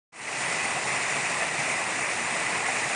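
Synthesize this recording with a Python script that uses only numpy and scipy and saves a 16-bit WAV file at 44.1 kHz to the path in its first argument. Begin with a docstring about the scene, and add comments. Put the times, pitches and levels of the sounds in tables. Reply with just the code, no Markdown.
"""Paddle wheel churning a pond

A paddle wheel aerator turns a few metres away, heard in mono and fading in. Its blades slap
the water and drag air under, which booms. Torn sheets of water fall back as a dense rush of
bubbles, heavy lumps land with a plop, and fine spray hisses on top. Beneath the water noise
the motor hums and its gearbox whines."""
import sys
import numpy as np
from scipy import signal
from scipy.fft import rfft, irfft, next_fast_len
from scipy.io import wavfile

SR = 44100
rng = np.random.default_rng(int(sys.argv[2]) if len(sys.argv) > 2 else 0)


def store_pcm(level_fs):
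    """Save levels as 16-bit WAV."""
    pcm = np.round(np.clip(level_fs, -1, 1) * 32767).astype(np.int16)
    wavfile.write(sys.argv[1], SR, np.atleast_2d(pcm).T)


N = 130095
TIME = np.arange(N) / SR
CUTOFF_HZ = 10500  # the treble ends here

# The tones of the motor's hum. Each row: pitch in Hz, average level in dB.
HUM_TONES = [(129, -58.5), (169, -59), (318, -54.5), (726.5, -54), (1680, -60)]
# How the gear whine comes and goes. Each row: time in seconds, level in dB against the other rows.
WHINE_CURVE = [(.13, -39.5), (.42, -43.5), (.55, -39.5), (.73, -40.5), (.84, -45.5), (1.1, -41),
               (1.45, -54), (1.65, -38), (1.9, -48), (2.2, -40.5), (2.5, -40.5), (2.7, -42), (2.95, -57)]
# The tone colour of falling spray. Each row: frequency in Hz, relative strength in dB.
SPRAY_SPECTRUM = [(1500, -23), (3300, -3.5), (3650, -2), (4500, -3.5), (5450, -2), (5850, -1), (6400, -1.5),
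                  (7200, 2.5), (7650, -0.5), (9300, 2), (9750, -9), (10000, -6.5), (10200, -20),
                  (10500, -30)]
# How the spray swells and sinks. Each row: time in seconds, level change in dB.
SPRAY_CURVE = [(.13, -0.5), (.25, 0.5), (.48, 1.1), (.62, 0), (.7, 0), (.9, .9), (1.3, .5), (1.75, 0.6),
               (1.86, -1.1), (1.95, 0.3), (2.3, 0.5), (2.6, -.5), (2.75, 1.5), (2.95, -0.1)]
# The tone colour of churned water. Each row: frequency in Hz, relative strength in dB.
CHURN_SPECTRUM = [(20, -36), (42, -32), (62, -23.5), (95, -13), (128, -9), (200, -6.6), (380, -7),
                  (530, -6.5), (680, -2), (1000, -3), (1280, -4.5), (1550, -6.5), (1950, 0.5), (2150, -1.5),
                  (2550, -1.5), (2900, -10), (3350, -18.5), (5000, -21.5), (10000, -43)]
# How much water the wheel throws. Each row: time in seconds, change in dB.
THROW_CURVE = [(.13, 0.1), (.4, -0.5), (.62, 0.5), (.84, -0.24), (1.15, 0.06), (1.4, 0.25), (1.54, -0.8),
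               (1.68, 0), (1.95, -0.2), (2.2, 0.04), (2.5, 0.25), (2.95, 0.3)]
# How the water's bright roar swells and sinks. Each row: time in seconds, level change in dB.
ROAR_CURVE = [(.15, -1), (.32, 0), (.45, .5), (.68, .5), (.8, -2), (.92, 1), (1.13, 0.3), (1.4, 1.1),
              (1.49, -0.5), (1.68, 1.5), (1.87, -0.9), (2.0, 0.5), (2.12, -0.4), (2.5, 0.1), (2.7, 1.3),
              (2.95, -0.5)]
# How the hiss just above that roar swells and sinks. Each row: time in seconds, level change in dB.
HISS_CURVE = [(.13, 0), (.5, 1), (.74, 0.3), (.9, 0.3), (1.22, 0.7), (1.48, 0), (1.6, 1.3), (1.73, -0.5),
              (1.97, -0.5), (2.05, -3.5), (2.12, 1), (2.2, -1.5), (2.33, 0), (2.55, -.1), (2.8, -0.8),
              (2.95, 1.3)]
# Large air pockets collapsing. Each row: start in seconds, strength in dB, starting pitch in Hz.
AIR_POCKETS = [(0.361, -47, 127), (0.51, -44, 143), (0.747, -31, 136), (0.839, -39, 130.5),
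               (0.911, -39, 148), (1.145, -37, 137), (1.286, -46, 159), (1.581, -31.5, 138),
               (1.95, -48, 131), (2.254, -42.5, 137), (2.325, -33.5, 215), (2.525, -35, 169),
               (2.851, -35, 137)]
# Heavy lumps of water landing. Each row: start in seconds, strength in dB, pitch of the hollow in Hz.
WATER_LUMPS = [(0.312, -33, 796), (0.445, -32.5, 925), (0.655, -29, 748), (0.763, -27.5, 747),
               (0.849, -35, 903), (1.235, -30.5, 689), (1.312, -29, 1000), (1.418, -23.5, 656),
               (1.6, -26.5, 800), (1.81, -35, 796), (1.89, -35, 837), (2.212, -33, 782), (2.355, -29, 670),
               (2.432, -31, 960), (2.555, -34, 995), (2.62, -29, 843), (2.682, -25.5, 745),
               (2.758, -34, 816), (2.9, -33, 686)]


def from_db(db):
    """Turn decibels into a number to multiply a sound by."""
    return 10 ** (np.asarray(db) / 20)


def rms_one(x):
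    """Scale a signal so that its average size (rms) is 1."""
    return x / np.sqrt(np.mean(x ** 2) + 1e-20)


def follow(curve):
    """Join (time, value) rows with straight lines, giving a value for every sample."""
    return np.interp(TIME, *np.transpose(curve))


def colour(x, spectrum):
    """Give a dense sound the tone colour in a table, at average size 1."""
    size = next_fast_len(N + SR // 10)
    hz = np.arange(size // 2 + 1) * SR / size
    row_hz, row_db = np.transpose(spectrum)
    gain = from_db(np.interp(np.log(np.maximum(hz, 1)), np.log(row_hz), row_db))
    return rms_one(irfft(rfft(x, size) * gain, size)[:N])


def drift(per_s):
    """A smooth random wander of average size 1, turning about per_s times a second."""
    step, warm_up = 40, 2000  # one value every 40 samples; the first 2000 values are skipped
    pole = np.exp(-2 * np.pi * step * per_s / SR)
    noise = rng.standard_normal(N // step + warm_up + 2)
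    slow = signal.lfilter([1], [1, -2 * pole, pole * pole], noise)[warm_up:]
    return np.interp(np.arange(N) / step, np.arange(len(slow)), rms_one(slow - slow.mean()))


def ring(x, hz, ring_s):
    """Make a sound ring at one pitch, dying away by 60 dB in ring_s seconds."""
    pole = np.exp(-np.log(1000) / (ring_s * SR))
    angle = 2 * np.pi * hz / SR
    return signal.lfilter([.5, 0, -.5], [1, -2 * pole * np.cos(angle), pole * pole], x + 1e-18)


def clicks(per_s, spread_db):
    """Tiny impacts at random times and of random sizes."""
    sizes = from_db(spread_db * np.minimum(rng.exponential(1, N), 5)) * rng.choice([-1, 1], N)
    return sizes * (rng.random(N) < per_s / SR)


def burst(start, attack_s, decay_s):
    """The loudness of one splash: a quick rise, then a fall."""
    age = np.maximum(TIME - start, 0)
    return (1 - np.exp(-age / attack_s)) * np.exp(-age / decay_s)


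def rising_tone(start, hz, rise_per_s):
    """Trapped air rings higher as it nears the surface; rise_per_s is a share of its starting pitch."""
    age = TIME - start
    return np.sin(2 * np.pi * (hz * age * (1 + rise_per_s * age / 2) + rng.random()))


def patchy_noise(flicker_db, per_s, bands_per_octave):
    """Noise split into frequency bands that each flicker on their own."""
    size = next_fast_len(N)
    white = rfft(rng.standard_normal(size))
    hz = np.arange(size // 2 + 1) * SR / size
    band = (bands_per_octave * np.log2(np.clip(hz, 90, CUTOFF_HZ))).astype(int)
    return sum(irfft(white * (band == k), size)[:N] * from_db(flicker_db * drift(per_s))
               for k in np.unique(band))


def swell_band(x, edges_hz, curve):
    """Turn one frequency band of a sound up and down along a curve."""
    band = signal.sosfiltfilt(signal.butter(4, edges_hz, "band", fs=SR, output="sos"), x)
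    return x + band * (from_db(follow(curve)) - 1)


def motor(whine_hz=2000, speed_wobble=.0014, flutter_db=2):
    """Hum and gear whine waver in pitch together with the load on the wheel; the whine comes and goes."""
    phase_per_hz = 2 * np.pi * np.cumsum(1 + speed_wobble * drift(5.9)) / SR
    out = 0
    for hz, db in HUM_TONES + [(whine_hz, follow(WHINE_CURVE))]:
        flutter = from_db(flutter_db * drift(10))
        tone = np.sin(hz * phase_per_hz + 2 * np.pi * rng.random())
        out += from_db(db) * rms_one(flutter * tone)
    return out


def spray(surge_db):
    """Fine mist hisses and larger drops tick on the surface."""
    mist = colour(patchy_noise(flicker_db=2, per_s=18.5, bands_per_octave=12), SPRAY_SPECTRUM)
    drops = colour(clicks(per_s=2500, spread_db=-0.5), SPRAY_SPECTRUM)
    swell = from_db(1.15 * surge_db + follow(SPRAY_CURVE))
    return (from_db(-38.5) * mist + from_db(-40.5) * drops) * swell


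def gulps():
    """Large air pockets boom briefly as they collapse, rising in pitch as they surface."""
    return sum(from_db(db) * burst(start, attack_s=0.0049, decay_s=0.027)
               * rising_tone(start, hz, rise_per_s=1) for start, db, hz in AIR_POCKETS)


def lumps(splash_width_hz=190, plop_share=0.51):
    """Heavy lumps of water land with a short hollow splash and a rising plop."""
    ring_s = np.log(1000) / (np.pi * splash_width_hz)
    out = 0
    for start, db, hz in WATER_LUMPS:
        splash = rms_one(ring(rng.standard_normal(N), hz, ring_s))
        plop = rms_one(rising_tone(start, hz, rise_per_s=2.4))
        landing = np.sqrt(1 - plop_share) * splash + np.sqrt(plop_share) * plop
        out += from_db(db) * burst(start, attack_s=0.0025, decay_s=0.014) * landing
    return out


def blades(per_s=10.6, jitter_s=0.0191, spread_db=3.7):
    """Each blade slaps the uneven surface and drags down a pocket of air that booms."""
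    strokes = 0
    for k, (late, size) in enumerate(rng.standard_normal((40, 2))):
        start = k / per_s + jitter_s * late
        strokes += from_db(spread_db * size) * burst(start, attack_s=0.0025, decay_s=0.038)
    slap = colour(strokes * rng.standard_normal(N), CHURN_SPECTRUM)
    boom = ring(strokes * rng.standard_normal(N), hz=136, ring_s=0.097)
    return from_db(-44) * slap + from_db(-58) * colour(boom, CHURN_SPECTRUM)


def bubbles(surge_db, ring_cycles=44):
    """Each trapped bubble rings briefly at a pitch set by its size; more water makes more bubbles."""
    pitches_hz = np.geomspace(380, 3200, 96)
    births = clicks(per_s=2800 * from_db(surge_db), spread_db=1.3)
    pitch_choice = rng.integers(0, len(pitches_hz), N)
    rings = sum(ring(births * (pitch_choice == k), hz, ring_cycles / hz) * hz
                for k, hz in enumerate(pitches_hz))
    return from_db(-35) * colour(rings, CHURN_SPECTRUM)


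def churn(surge_db):
    """Torn sheets of water fall back on the pond with a dense rush."""
    rush = patchy_noise(flicker_db=1.36, per_s=40, bands_per_octave=5)
    return from_db(-31 + surge_db) * colour(rush, CHURN_SPECTRUM)


def scene():
    """Mix water and motor; the amount of water thrown drives the rush, bubbles and spray."""
    surge_db = follow(THROW_CURVE) + 0.43 * drift(41)
    water = churn(surge_db) + bubbles(surge_db) + spray(surge_db) + blades()
    water = swell_band(water, (1700, 2900), ROAR_CURVE)
    water = swell_band(water, (2920, 5500), HISS_CURVE)
    pond = water + lumps() + gulps() + motor()
    return np.array([pond, pond])


def record(dry):
    """After a moment of silence the sound fades in; the highest treble is cut away."""
    start_s, open_s, fade_s = 0.12, 0.0073, 0.3
    age = TIME - start_s
    opening = np.clip(age / open_s, 0, 1)  # avoids a click
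    fade = opening * np.clip(0.04 + age / fade_s, 0, 1)
    treble_cut = signal.ellip(12, .1, 90, CUTOFF_HZ, fs=SR, output="sos")
    return signal.sosfilt(treble_cut, dry * fade)


dry = scene()
out = record(dry)
store_pcm(out)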